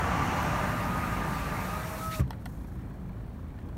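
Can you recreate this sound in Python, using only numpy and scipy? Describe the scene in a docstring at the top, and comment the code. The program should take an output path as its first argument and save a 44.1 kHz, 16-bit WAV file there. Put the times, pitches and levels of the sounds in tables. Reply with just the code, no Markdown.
"""An electric window winds up, heard inside a parked car idling beside a busy road.
The motor whines, the glass hisses in its rubber channels and the road roar shrinks with the gap.
The glass wipes into the top seal and thuds home, and the plastic switch clicks back.
That leaves the throb and clatter of the idle over the muffled hush of the sealed cabin."""
import sys
import numpy as np
from scipy import signal
from scipy.io import wavfile
from scipy.ndimage import uniform_filter1d

SR = 44100
rng = np.random.default_rng(int(sys.argv[2]) if len(sys.argv) > 2 else 0)


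def unload_wav(signal):
    """Save mono or channel-first audio to the path in sys.argv[1] as 16-bit WAV at rate SR, clipped to [-1, 1]."""
    wavfile.write(
        sys.argv[1],
        SR,
        np.round(np.clip(np.atleast_2d(signal).T, -1, 1) * 32767).astype(np.int16),
    )


N = 166257
T = np.arange(N) / SR
SEAL_S = 2.205  # the glass closes the gap


def amp(db):
    """dB to gain."""
    return 10 ** (np.asarray(db) / 20)


def unit_rms(x):
    """Scales to rms 1."""
    return x / np.sqrt(np.mean(abs(x) ** 2) + 1e-20)


def curve(table, column=1):
    """One column of a time table as an automation curve."""
    rows = np.array(table)
    return np.interp(T, rows[:, 0], rows[:, column])


def eq_db(spectrum, hz):
    """An EQ curve in log frequency, rolling off 18 dB an octave below its points and 12 above."""
    points_hz, db = np.transpose(spectrum)
    octaves_below = np.maximum(np.log2(points_hz[0] / (hz + 1)), 0)
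    octaves_above = np.maximum(np.log2((hz + 1) / points_hz[-1]), 0)
    return np.interp(np.log(hz + 1), np.log(points_hz + 1), db) - 18 * octaves_below - 12 * octaves_above


def drift(rate_hz):
    """A random modulator of rms 1, moving no faster than rate_hz."""
    hz = np.geomspace(rate_hz / 20, rate_hz, 16)[:, None]
    t = T[::64]
    waves = np.sin(2 * np.pi * (hz * t + rng.random((16, 1)))) / np.sqrt(hz)
    return np.interp(T, t, unit_rms(waves.sum(0)))


def noise(spectrum, patchy_db):
    """Coloured noise of rms 1 with drifting louder and softer patches."""
    frames, hz = N // 512 + 6, np.fft.rfftfreq(2048, 1 / SR)
    real, imag, patches = rng.standard_normal((frames, 1025, 3)).T
    patches = unit_rms(uniform_filter1d(uniform_filter1d(patches, size=16, axis=0), size=6, axis=1))
    bins = (real + 1j * imag) * amp(eq_db(spectrum, hz)[:, None] + patchy_db * patches)
    return unit_rms(signal.istft(bins, nperseg=2048, noverlap=1536)[1][:N])


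def band(x, hz, width_hz):
    """A sweepable resonance applied twice, output at rms 1."""
    carrier = np.exp(2j * np.pi * np.cumsum(hz * np.ones(N)) / SR)
    pole = np.exp(-np.pi * width_hz / SR)
    return unit_rms((carrier * signal.lfilter([1], [1, -2 * pole, pole ** 2], x / carrier)).real)


def until(s, fade_s):
    """Holds at 1 until s, then dies away."""
    return np.exp(-np.maximum(T - s, 0) / fade_s)


def swell(t, peak_s):
    """Rises to 1 at peak_s, then decays."""
    return t / peak_s * np.exp(1 - t / peak_s)


# Room tone of the sealed cabin. Each row: frequency in Hz, relative level in dB.
CABIN_EQ = [(24, -20), (36, -8), (60, 0.5), (120, -3), (187, -5.5), (270, -9.5), (459, -18.5), (1030, -25),
            (1810, -32), (2670, -41), (4300, -45.5), (6000, -52.5), (9400, -53), (12000, -59), (15500, -49)]
# Fader ride of the rustle, up after the switch is let go. Each row: time in seconds, level in dB.
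RUSTLE_LEVEL = [(2.25, -74), (2.4, -72), (2.48, -64), (2.6, -66.5), (2.95, -74.5), (3.77, -75.5)]

def cabin():
    """A bed of muffled road and ventilation, with a flickering treble rustle."""
    rustle = amp(curve(RUSTLE_LEVEL) + 2.2 * drift(300))
    rustle *= noise([(5000, -3), (9000, -2), (12000, 0), (15000, -5)], patchy_db=.8)
    return amp(-42.5 + .33 * drift(20)) * noise(CABIN_EQ, patchy_db=1) + rustle


# Cabin squeaks. Each row: start and length in seconds, first and last pitch in Hz, level in dB.
SQUEAK_GLIDES = [(3.0, .05, 11800, 12700, -84), (3.11, .13, 13250, 13050, -85),
                 (3.26, .09, 12300, 10900, -86)]

def squeaks():
    """Thin gliding tones, barely above the hiss."""
    out = np.zeros(N)
    for start, length, first_hz, last_hz, db in SQUEAK_GLIDES:
        progress = np.clip((T - start) / length, 0, 1)
        turns = np.cumsum(first_hz + (last_hz - first_hz) * progress) / SR
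        envelope = amp(db + 2 * drift(100)) * np.sin(np.pi * progress) ** .5
        out += envelope * np.sqrt(2) * np.sin(2 * np.pi * turns)
    return out


# Low throb of the idle. Each row: multiple of the firing rate, level in dB.
IDLE_ORDERS = [(1, -62), (2, -45.5), (3, -49.5), (4, -49), (5, -51), (6, -53.5), (7, -50), (9, -59.5),
               (10, -58.5)]
# Tone of the engine clatter. Each row: frequency in Hz, relative level in dB.
CLATTER_EQ = [(600, -16), (1000, 11), (1300, -1), (1750, 3), (2050, -17), (2350, 1), (2700, -22),
              (4400, -18), (5000, -25)]

def engine(firing_hz=26.8, first_firing_s=.032, puff_s=.003):
    """Wavering harmonics of the firing rate, and a puff of clatter at each firing."""
    firings = firing_hz * (T - first_firing_s)
    throb = np.zeros(N)
    for order, db in IDLE_ORDERS:
        level = amp(db + 3 * drift(14))
        throb += level * np.sin(2 * np.pi * (order * firings + .16 * drift(16) + rng.random()))
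    strength = amp(rng.uniform(-2.88, 2.88, size=200))[np.floor(firings).astype(int) + 1]
    puffs = strength * swell((firings % 1) / firing_hz, puff_s)
    return np.sqrt(2) * throb + amp(-64) * unit_rms(puffs * noise(CLATTER_EQ, patchy_db=3))


# Road fading as the gap shrinks. Each row: time in seconds, roar before trim in dB, rumble in dB.
ROAD_LEVELS = [(0, -33.5, -33), (.3, -34, -33), (.6, -35, -33.5), (.9, -38.5, -33), (1.2, -38.5, -34),
               (1.5, -39.5, -36.5), (1.75, -41.5, -39), (1.88, -43, -40.5), (1.98, -45, -40.5),
               (2.1, -50, -43.5), (2.2, -48.5, -53)]
# Tyre hiss of a passing car. Each row: time in seconds, level in dB.
TYRE_LEVEL = [(0, -55), (.3, -51.5), (.55, -53.5), (.9, -69), (1.2, -85)]
# Tone of the roar (gap wide, gap narrow) and rumble. Each row: frequency in Hz, relative level in dB.
WIDE_GAP_EQ = [(250, -4), (400, -8.5), (600, -2), (900, 2.5), (1300, -1.5), (1800, -5.5), (2800, -15),
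               (3300, -22), (5000, -27.5), (9000, -34.5)]
NARROW_GAP_EQ = [(250, -6.5), (400, -3), (600, -2.5), (900, 2), (1300, 0.5), (1800, -2.5), (2800, -9.5),
                 (3300, -18), (5000, -18.5), (9000, -32)]
RUMBLE_EQ = [(36, -36), (48, -26), (64, -0.5), (100, -1), (125, -3), (177, 2.5), (216, -8.5), (255, -4.5),
             (330, -14), (420, -18)]

def road(roar_trim_db=2.5):
    """Roar, rumble and two bands of tyre hiss come through the gap until the glass seals it."""
    closed = np.clip(T / SEAL_S, 0, 1)
    wide = np.sqrt(1 - closed) * noise(WIDE_GAP_EQ, patchy_db=1)
    narrow = np.sqrt(closed) * noise(NARROW_GAP_EQ, patchy_db=2)
    roar = amp(curve(ROAD_LEVELS) + roar_trim_db) * (wide + narrow)
    high_hiss = band(rng.standard_normal(N), hz=5990, width_hz=2900)
    low_hiss = amp(.5) * band(rng.standard_normal(N), hz=2790, width_hz=450)
    tyres = amp(curve(TYRE_LEVEL)) * (high_hiss + low_hiss)
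    rumble = amp(curve(ROAD_LEVELS, column=2)) * noise(RUMBLE_EQ, patchy_db=.5)
    return (roar + rumble + tyres) * until(SEAL_S, fade_s=.028)


# Switch and trim clicks. Each row: start in seconds, rough peak level in dB,
# treble tilt in dB per octave, burst length in seconds.
CLICK_CUES = [(2.3058, -26.5, -.5, .0025), (2.3302, -37, -1, .01), (2.4560, -34.5, 1.5, .005),
              (2.4602, -33.5, -1.5, .006), (3.5868, -43, -.5, .012), (.429, -39, 12, .003),
              (2.2765, -52, 2, .004), (2.394, -58, 2, .005), (2.81, -56, 0, .008), (3.092, -59, 14, .003),
              (3.6871, -53, 3, .008)]
# Ring of the plastic. Each row: frequency in Hz, relative level in dB, seconds to fall 60 dB.
PLASTIC_MODES = [(750, -5, .022), (900, -2, .022), (1450, 1, .011), (1770, 0, .013), (2400, -4, .007),
                 (3330, -3, .008), (4100, -4, .007), (5900, -7, .004), (7000, -11, .0037), (8600, -7, .004),
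                 (11500, -9, .003), (13000, -6, .004), (14700, -12, .003)]

def clicks(attack_s=.0004, tail_s=.013):
    """Each click is a short burst of impacts ringing the same plastic modes."""
    out, t = np.zeros(N + 4000), np.arange(2000) / SR
    attack = np.sin(np.pi / 2 * np.minimum(t / attack_s, 1)) ** 2
    for start, peak_db, tilt_db, length in CLICK_CUES:
        ring = sum(amp(db + tilt_db * np.log2(hz / 1400) - 60 * t / t60) * np.sin(2 * np.pi * hz * t)
                   for hz, db, t60 in PLASTIC_MODES)
        burst = rng.standard_normal(len(t)) * (np.exp(-2 * t / length) + .1 * np.exp(-t / tail_s))
        hit = np.convolve(burst, attack * ring)
        rough_peak = 3 * np.sqrt(np.mean(hit[:300] ** 2))
        out[round(start * SR):][:len(hit)] += amp(peak_db) * hit / rough_peak
    return out[:N]


# Fader ride of the sliding glass. Each row: time in seconds, level before trim in dB.
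SLIDE_LEVEL = [(0, -59), (.45, -56.5), (.8, -54.5), (1.2, -56), (1.7, -53.5), (2.09, -52), (2.16, -49),
               (2.2, -52)]
# Bright tone of glass on rubber. Each row: frequency in Hz, relative level in dB.
SLIDE_EQ = [(2500, -15), (3500, 0), (6000, 0), (9000, 0), (12500, 1), (15500, -4)]

def glass_slide(trim_db=4):
    """The glass hisses along its rubber channels until it seats."""
    level = amp(curve(SLIDE_LEVEL) + trim_db + .63 * drift(60.4))
    return level * noise(SLIDE_EQ, patchy_db=1.75) * until(SEAL_S, fade_s=.0067)


# Upward sweep of the wipe. Each row: time in seconds, centre in Hz, lower band's level in dB.
WIPE_SWEEP = [(2.104, 1900, -70), (2.114, 1940, -49), (2.135, 2200, -45), (2.152, 2470, -44.5),
              (2.165, 2600, -62)]

def seal_wipe(width_hz=760):
    """The glass edge rubs into the top seal: grit through two rising bands."""
    grit = rng.standard_normal(N) * amp(1.4 * drift(150))
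    hz = curve(WIPE_SWEEP)
    rub = band(grit, hz, width_hz) + amp(1.5) * band(grit, 1.38 * hz, 5 * width_hz)
    gate = (T > WIPE_SWEEP[0][0]) & (T < WIPE_SWEEP[-1][0])
    return amp(curve(WIPE_SWEEP, column=2)) * rub * gate


# Door modes woken by the knock. Each row: frequency in Hz, peak level in dB, seconds to peak.
DOOR_MODES = [(130, -27, .022), (185, -31, .013), (400, -38, .008), (560, -42, .007)]

def glass_thud(start_s=2.192, thud_hz=62.5, sag_turns=1.38, sag_s=.011, attack_s=.012, decay_s=.026):
    """The glass hits home: a thud whose pitch sags, a knock that rings the door, a crunch on top."""
    t = np.maximum(T - start_s, 0)
    turns = thud_hz * t + sag_turns * (1 - np.exp(-t / sag_s))
    envelope = (1 - np.exp(-t / attack_s)) ** 2 * np.exp(-t / decay_s)
    thud = amp(-11.5) * envelope * (np.sin(2 * np.pi * turns) - .27 * np.cos(4 * np.pi * turns))
    knock = amp(-28.5) * swell(t, peak_s=.005) * np.sin(2 * np.pi * 310 * t + .45)
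    door = sum(amp(db) * swell(t, peak_s) * np.sin(2 * np.pi * hz * t) for hz, db, peak_s in DOOR_MODES)
    crunch = amp(-45) * swell(t, peak_s=.0057) * band(rng.standard_normal(N), hz=2000, width_hz=1200)
    return thud + knock + door + crunch


# Motor whine. Each row: time in seconds, pitch in Hz, whine level in dB, sub-octave level in dB.
MOTOR_WHINE = [(0, 1165, -45, -65), (.1, 1160, -40, -50), (.22, 1165, -34, -55), (.27, 1175, -49, -60),
               (.4, 1195, -40.5, -49), (.58, 1212, -39, -46), (.8, 1208, -42, -44.5), (1.0, 1252, -39, -53),
               (1.06, 1228, -40, -51), (1.18, 1222, -43.5, -47), (1.27, 1205, -46, -60),
               (1.46, 1180, -45, -47.5), (1.6, 1205, -46, -49.5), (1.77, 1248, -39.5, -47.5),
               (1.86, 1272, -54, -50.5), (1.98, 1276, -49, -48), (2.015, 1287, -42.5, -52),
               (2.056, 1290, -35, -50), (2.145, 1286, -39.5, -50), (2.166, 1259, -48, -45.5),
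               (2.2, 1240, -46, -46.5), (2.217, 1150, -45, -57), (2.23, 1000, -43, -58)]
# Roughness of the whine. Each row: time in seconds, phase wobble in radians.
MOTOR_ROUGHNESS = [(0, 1.2), (.25, 1.2), (.45, .6), (1.9, .5), (2.02, .1), (2.25, .1)]

def window_motor(stop_s=2.219, max_fuzz=.35):
    """Two commutator tones an octave apart, slightly fuzzy, that sag as the glass stalls."""
    roughness = curve(MOTOR_ROUGHNESS)
    phase = 2 * np.pi * np.cumsum(curve(MOTOR_WHINE)) / SR + roughness * drift(60)
    fuzz = 1 + np.minimum(max_fuzz, roughness) * drift(200)
    whine = amp(curve(MOTOR_WHINE, column=2) + 1.2 * drift(7.1)) * np.sin(phase)
    sub_octave = amp(curve(MOTOR_WHINE, column=3) + 1.2 * drift(11)) * np.sin(phase / 2)
    return np.sqrt(2) * fuzz * (whine + sub_octave) * until(stop_s, fade_s=.005)


def scene():
    """The mono mix: the window closing on the road, over the sounds of the car."""
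    closing = window_motor() + road() + glass_slide() + seal_wipe() + glass_thud() + clicks()
    return (closing + engine() + cabin() + squeaks())[None]


# Dips in the microphone's treble. Each row: centre in Hz, width in Hz, gain in dB.
TREBLE_DIPS = [(4920, 270, -4.5), (7650, 250, -3), (10580, 570, -5)]

def record(dry, cutoff_hz=15800):
    """The microphone's colour, then a steep high cut."""
    hz = np.linspace(0, SR / 2, 513)
    colour = amp(sum(db * np.exp(-((hz - centre) / width) ** 2) for centre, width, db in TREBLE_DIPS))
    coloured = signal.oaconvolve(dry, signal.firwin2(511, hz, colour, fs=SR)[None], "same")
    high_cut = signal.firwin(1023, cutoff_hz, window=("kaiser", 10), fs=SR)
    return signal.oaconvolve(coloured, high_cut[None], "same")


dry = scene()
out = record(dry)
unload_wav(out)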